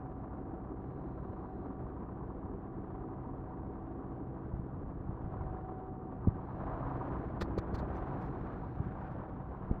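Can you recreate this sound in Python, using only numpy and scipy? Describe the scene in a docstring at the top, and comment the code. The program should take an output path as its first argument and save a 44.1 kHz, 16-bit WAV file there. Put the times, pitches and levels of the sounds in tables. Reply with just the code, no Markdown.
"""In a paint spray booth, the extraction fan runs steadily: its shaft hums, its blades sing a tone,
the ducts rumble and air rushes through the floor grates. A hand-held microphone is carried through
the booth's standing waves (fixed loud and quiet spots of a tone) and down toward a grate, where the
rush is brighter. The hand shifts on the microphone's housing: dull bumps and a few short, sharp scuffs."""
import sys
import numpy as np
from scipy import signal
from scipy.fft import rfft, irfft
from scipy.io import wavfile

SR = 44100
rng = np.random.default_rng(int(sys.argv[2]) if len(sys.argv) > 2 else 0)


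def materialize(psi):
    """Save the field psi as 16-bit PCM at rate SR to the path in sys.argv[1].

    A 1-D psi becomes a single channel; in a 2-D psi each row is a channel.
    """
    bounded = np.clip(np.atleast_2d(psi).T, -1, 1)
    quanta = np.round(bounded * 32767).astype(np.int16)
    wavfile.write(sys.argv[1], SR, quanta)


N = 432180

# Tones of the fan wheel: times_shaft_rate, base_level_db
WHEEL_TONES = [(1, -77), (2, -67), (3, -58), (6, -58.5), (8, -63), (9, -64.5), (11, -69.5), (12, -55.5),
               (15, -72), (16, -70.5), (17, -66), (19, -67.5), (42, -71.5), (49, -72)]
# Tones of the motor and duct panels: pitch_hz, base_level_db
MOTOR_TONES = [(84.3, -63), (99.9, -58), (249, -67), (307.4, -68.5), (490.4, -74.5), (629.8, -69.5),
               (805.3, -70.5), (1034.4, -80.5), (1148.7, -69)]
# Strong tones that form standing waves in the booth: pitch_hz, base_level_db
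STANDING_TONES = [(62.45, -53), (274.6, -54.5), (327.5, -54.5), (382.9, -59), (749, -60.5), (129.4, -53.5)]
# Loud and quiet spots the microphone passes: time_s, standing_tone_index, half_width_s, change_db
CROSSINGS = [(.7, 4, 0.95, 3), (1.2, 1, .3, -6), (2.4, 5, 0.54, -6.5), (4.35, 5, 0.33, 2),
             (4.75, 3, 0.4, -11.5), (4.8, 4, .4, -14.5), (5.4, 0, 0.28, 4), (5.6, 4, 0.52, 8.5),
             (5.6, 3, .3, 5.5), (5.8, 1, 0.36, -18.5), (6.3, 2, 0.27, -9.5), (6.75, 1, 0.34, 5),
             (6.8, 5, 0.4, 4), (6.85, 4, .25, 7), (7.43, 4, .17, -25), (7.5, 2, .5, 1.5), (7.7, 0, .5, 5),
             (7.8, 5, .2, -12.5), (8.2, 4, 0.38, 7.5), (8.7, 0, 0.18, -6.5), (9.4, 3, 0.55, -16.5),
             (9.5, 2, .8, -7.5), (9.6, 1, .8, -8)]
# Strength of the duct sound along the microphone's path: time_s, base_level_db
DUCT_LEVELS = [(0, -50.5), (2.6, -50), (4.5, -50), (5.8, -52.5), (6.6, -49.5), (7.6, -46.5), (8.5, -49.5),
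               (9.1, -50), (9.8, -52.5)]
# Air grows louder and brighter near the filters and grate: time_s, base_rush_db, hiss_db
AIR_LEVELS = [(0.0, -52.5, -74.0), (0.6, -54.0, -80), (1.1, -53, -74.5), (2.4, -53.0, -78.5),
              (4.2, -53.5, -77.5), (5.0, -55.5, -74.5), (5.48, -49.0, -72.0), (5.9, -55, -84),
              (6.5, -51, -69), (6.68, -44.0, -66), (7.1, -46, -60.5), (7.45, -49, -67), (7.8, -45.0, -60),
              (8.22, -46, -60.5), (8.7, -52.0, -64), (9.1, -48.0, -61.5), (9.35, -52, -68.5),
              (9.8, -51.5, -67)]

# Noise colours (how strong the low and high parts are): frequency_hz, relative_level_db
RUSH_COLOUR = [(300, -13), (520, -3), (680, -0.5), (780, -0.5), (900, -11), (1200, -12.5), (1550, -16),
               (2000, -28), (2500, -37.5), (3200, -42.5), (4200, -52.5), (5000, -59.5)]  # air through the filters
GUST_COLOUR = [(760, -7.5), (870, -4), (970, 0), (1100, -5.5), (1220, -7.5), (1380, -16), (1600, -22.5)]  # its gustier part
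GRATE_COLOUR = [(900, -6.5), (1300, 1.5), (1550, 1), (2000, -10.5), (2500, -16.5), (3200, -25),
                (4200, -33.5), (5500, -41.5), (8000, -48.5), (12000, -63)]  # air through the grate
RUMBLE_COLOUR = [(15, -18), (28, -4.5), (50, 1.5), (70, 0.5), (100, -0.5), (140, 1), (175, -5),
                 (230, -21.5)]  # the booth, and the moving hand
ROAR_COLOUR = [(160, -11), (195, 3), (222, -2), (260, 1), (300, -2), (350, -1.5), (410, -4), (480, -6),
               (550, -15.5), (800, -33)]  # the ducts
THIN_COLOUR = [(3300, -12.5), (3800, 2.5), (4200, 1.5), (4700, -12), (6000, -11.5)]  # a thin, high hiss
SCUFF_COLOUR = [(500, -4), (1200, 12.5), (2000, 3), (2900, -9), (3600, -2), (4400, 1), (5400, -11.5),
                (7000, -14.5), (9000, -25.5), (15000, -26.5)]  # the housing, rubbed hard
BRUSH_COLOUR = [(1200, -3.5), (2000, 6), (3000, -9), (6000, -18.5), (8500, -26.5), (15000, -28.5)]  # the housing, rubbed lightly
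SQUEAK_COLOUR = [(5700, -20), (6000, -4), (6300, -25)]  # a squeaky slip

# The hand bumps the housing: start_s, level_db, pitch_hz, relative_knock_db, relative_rebound_db
BUMPS = [(4.532, -27.5, 86.5, -18, -21), (4.590, -29.5, 90, -11, -22), (4.776, -31.5, 136, -18, -20),
         (5.088, -27, 120, -18, -22), (5.236, -31.5, 81, -9, -21), (5.363, -32, 90, -17, -17),
         (6.2708, -14.5, 186, -11, -2), (7.195, -30, 166, -18, -9), (7.414, -27, 185, 2.5, -3.5),
         (7.5739, -23.5, 184, 4, -2), (7.728, -30.5, 165, 2.5, 0.5), (8.013, -40, 110, -19, -14),
         (8.097, -33, 150, -15, -18), (8.799, -24, 113, -22, -24), (8.864, -28.5, 128, -22, -18),
         (9.7, -25.5, 45.5, -18, -13.5), (9.71, -19, 181, -10.5, -16)]
# Skin slips on the housing in three ways: middle_s, base_level_db, half_length_s
SCUFFS = [(7.4125, -48, 0.00099), (7.4195, -45.5, 0.0064), (7.438, -74, 0.013), (7.587, -51.5, 0.0048),
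          (7.753, -55, 0.0069), (7.793, -60.5, 0.0076)]
BRUSHES = [(6.280, -68, 0.0058), (7.967, -67.5, 0.019), (8.222, -66, 0.0095), (8.26, -70, 0.015),
           (9.120, -73, .006)]
SQUEAKS = [(7.968, -76, 0.0036)]
# The hand carries the microphone to a new place: start_s, end_s, level_db
MOVES = [(4.5, 5.55, -46), (6.05, 6.45, -47.5), (8.4, 9.2, -49)]
# Times when the thin hiss is heard: start_s, end_s, level_db
THIN_SPELLS = [(.85, 1.68, -96), (6.45, 7.3, -93), (7.9, 8.8, -90.5)]

SHAFT_HZ = 15.63
HUM_FOLLOWS, RUMBLE_FOLLOWS = 0.6, 0.85  # share they take of the duct's and the rush's swings in dB
KNOCK_DELAY_S, KNOCK_PITCH_RATIO = 0.004, 1.96
REBOUND_DELAY_S, REBOUND_PITCH_RATIO = 0.007, 0.49
MIC_HISS_DB, CUTOFF_HZ = -97.5, 15800


def fan():
    """The wheel hums at multiples of its shaft rate; motor, panels and standing waves add more tones."""
    wheel = sum(from_db(db) * tone(round(multiple) * SHAFT_HZ, echo=0.095, rate=0.89)
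                for multiple, db in WHEEL_TONES)
    motor = sum(from_db(db) * tone(hz, echo=0.084, rate=0.81) for hz, db in MOTOR_TONES)
    standing = sum(from_db(db + standing_wave_db(index)) * tone(hz, echo=0.15, rate=0.79)
                   for index, (hz, db) in enumerate(STANDING_TONES))
    duct_db, = curves(DUCT_LEVELS)
    swell = from_db(HUM_FOLLOWS * (duct_db - duct_db.mean()))
    return swell * (from_db(0.15) * (wheel + motor) + standing)


def standing_wave_db(index):
    """One tone dips and swells as the microphone crosses its quiet and loud spots."""
    return sum(db * np.exp(-((seconds() - s) / half_width) ** 2)
               for s, which, half_width, db in CROSSINGS if round(which) == index)


def tone(hz, echo, rate):
    """A steady tone plus its echoes off the walls, which slowly wander in strength and timing."""
    angle = 2 * np.pi * hz * seconds() + rng.uniform(0, 2 * np.pi)
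    return unit_level((1 + echo * drift(rate)) * np.sin(angle) + echo * drift(rate) * np.cos(angle))


def air():
    """Moving air rumbles in the booth, roars in the ducts, rushes in the filters, hisses at the grate."""
    rush_db, hiss_db = curves(AIR_LEVELS)
    duct_db, = curves(DUCT_LEVELS)
    rumble_db = -49 + RUMBLE_FOLLOWS * (rush_db - rush_db.mean())
    rumble = from_db(rumble_db) * swirls(RUMBLE_COLOUR, flutter_db=2.5, rate=45)
    roar = from_db(duct_db + 0.85) * swirls(ROAR_COLOUR, flutter_db=2.5, rate=24)
    rush = from_db(rush_db - 3) * swirls(RUSH_COLOUR, flutter_db=2.5, rate=59)
    gusts = from_db(rush_db - 6.5) * swirls(GUST_COLOUR, flutter_db=4, rate=44)
    hiss = from_db(hiss_db) * swirls(GRATE_COLOUR, flutter_db=2.5, rate=46)
    return rumble + roar + rush + gusts + hiss


def swirls(colour, flutter_db, rate):
    """Noise that sinks and swells as swirls of air pass; the biggest swells are capped."""
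    return noise(colour) * from_db(flutter_db * np.minimum(drift(rate), 1.9))


def hand_bumps():
    """Each bump is a push, then a higher knock of hard contact, then a low swing back of the housing."""
    out = np.zeros(N)
    for s, db, hz, knock_db, rebound_db in BUMPS:
        knock = from_db(knock_db) * push(s + KNOCK_DELAY_S, hz * KNOCK_PITCH_RATIO)
        rebound = from_db(rebound_db) * push(s + REBOUND_DELAY_S, hz * REBOUND_PITCH_RATIO)
        out += from_db(db) * (push(s, hz) + knock + rebound)
    return out


def push(start_s, hz, peak_cycles=0.63, steepness=3.8):
    """The pushed housing barely rings: it swells and dies in about a cycle and a half."""
    out, t = np.zeros(N), seconds()
    span = (t >= start_s) & (t < start_s + 6 / hz)
    cycles = (t[span] - start_s) * hz
    age = cycles / peak_cycles
    swell = (age * np.exp(1 - age)) ** steepness
    out[span] = swell * np.sin(2 * np.pi * cycles)
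    return out


def skin_rub(slips, colour):
    """Skin slips over the plastic, and each slip makes a very short swell of noise."""
    pressure = sum(from_db(db) * np.exp(-np.minimum(((seconds() - s) / half_length) ** 2 / 2, 20))
                   for s, db, half_length in slips)
    return pressure * noise(colour)


def carrying_rumble():
    """The hand makes a low rumble while it moves the microphone."""
    return spells(MOVES, fade_s=0.09) * noise(RUMBLE_COLOUR)


def thin_hiss():
    """A faint, thin hiss comes and goes."""
    return spells(THIN_SPELLS, fade_s=0.12) * noise(THIN_COLOUR)


def noise(colour):
    """Noise of the given colour, falling by 36 dB an octave past both ends of its table."""
    hz, db = np.transpose(colour)
    octaves = np.log2(np.maximum(np.fft.rfftfreq(N, 1 / SR), 1))
    listed = np.log2(hz)
    octaves_outside = np.abs(octaves - np.clip(octaves, listed[0], listed[-1]))
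    gain = from_db(np.interp(octaves, listed, db) - 36 * octaves_outside)
    return unit_level(irfft(rfft(rng.standard_normal(N)) * gain, N))


def drift(rate):
    """A smooth random wobble, about 1 in size, that turns roughly `rate` times a second."""
    step, warm_up = 40, 4000  # one point every 40 samples; the first points are dropped
    memory = np.exp(-2 * np.pi * step * rate / SR)
    jitter = rng.standard_normal(N // step + warm_up + 2)
    smooth = signal.lfilter([1], [1, -2 * memory, memory * memory], jitter)[warm_up:]
    return np.interp(np.arange(N) / step, np.arange(len(smooth)), unit_level(smooth))


def spells(rows, fade_s):
    """A volume that fades in, holds and fades out once for each row."""
    t = seconds()
    return sum(from_db(db) * np.clip(np.minimum(t - start, end - t) / fade_s + 0.5, 0, 1)
               for start, end, db in rows)


def curves(rows):
    """Join a table's points in time with straight lines, one curve for each level column."""
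    times, *columns = np.transpose(rows)
    return [np.interp(seconds(), times, column) for column in columns]


def seconds():
    """The time of every sample."""
    return np.arange(N) / SR


def from_db(db):
    """Turn decibels into a number to multiply by."""
    return 10 ** (np.asarray(db) / 20)


def unit_level(x):
    """Scale a signal so that its average level (rms) is 1."""
    return x / np.sqrt(np.mean(x ** 2) + 1e-20)


def scene():
    """Fan and air fill the booth; the hand's sounds reach the microphone directly."""
    scuffs = from_db(5) * skin_rub(SCUFFS, SCUFF_COLOUR)
    brushes = skin_rub(BRUSHES, BRUSH_COLOUR)
    squeak = skin_rub(SQUEAKS, SQUEAK_COLOUR)
    booth = fan() + air() + thin_hiss()
    hand = hand_bumps() + carrying_rumble() + scuffs + brushes + squeak
    return (booth + hand)[None]  # one channel


def record(dry):
    """The microphone adds its own faint hiss, and the highest treble is cut away."""
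    hiss = from_db(MIC_HISS_DB) * rng.standard_normal(dry.shape)
    treble_cut = signal.ellip(10, 0.1, 70, CUTOFF_HZ, fs=SR, output="sos")
    return signal.sosfilt(treble_cut, dry + hiss)


dry = scene()
out = record(dry)
materialize(out)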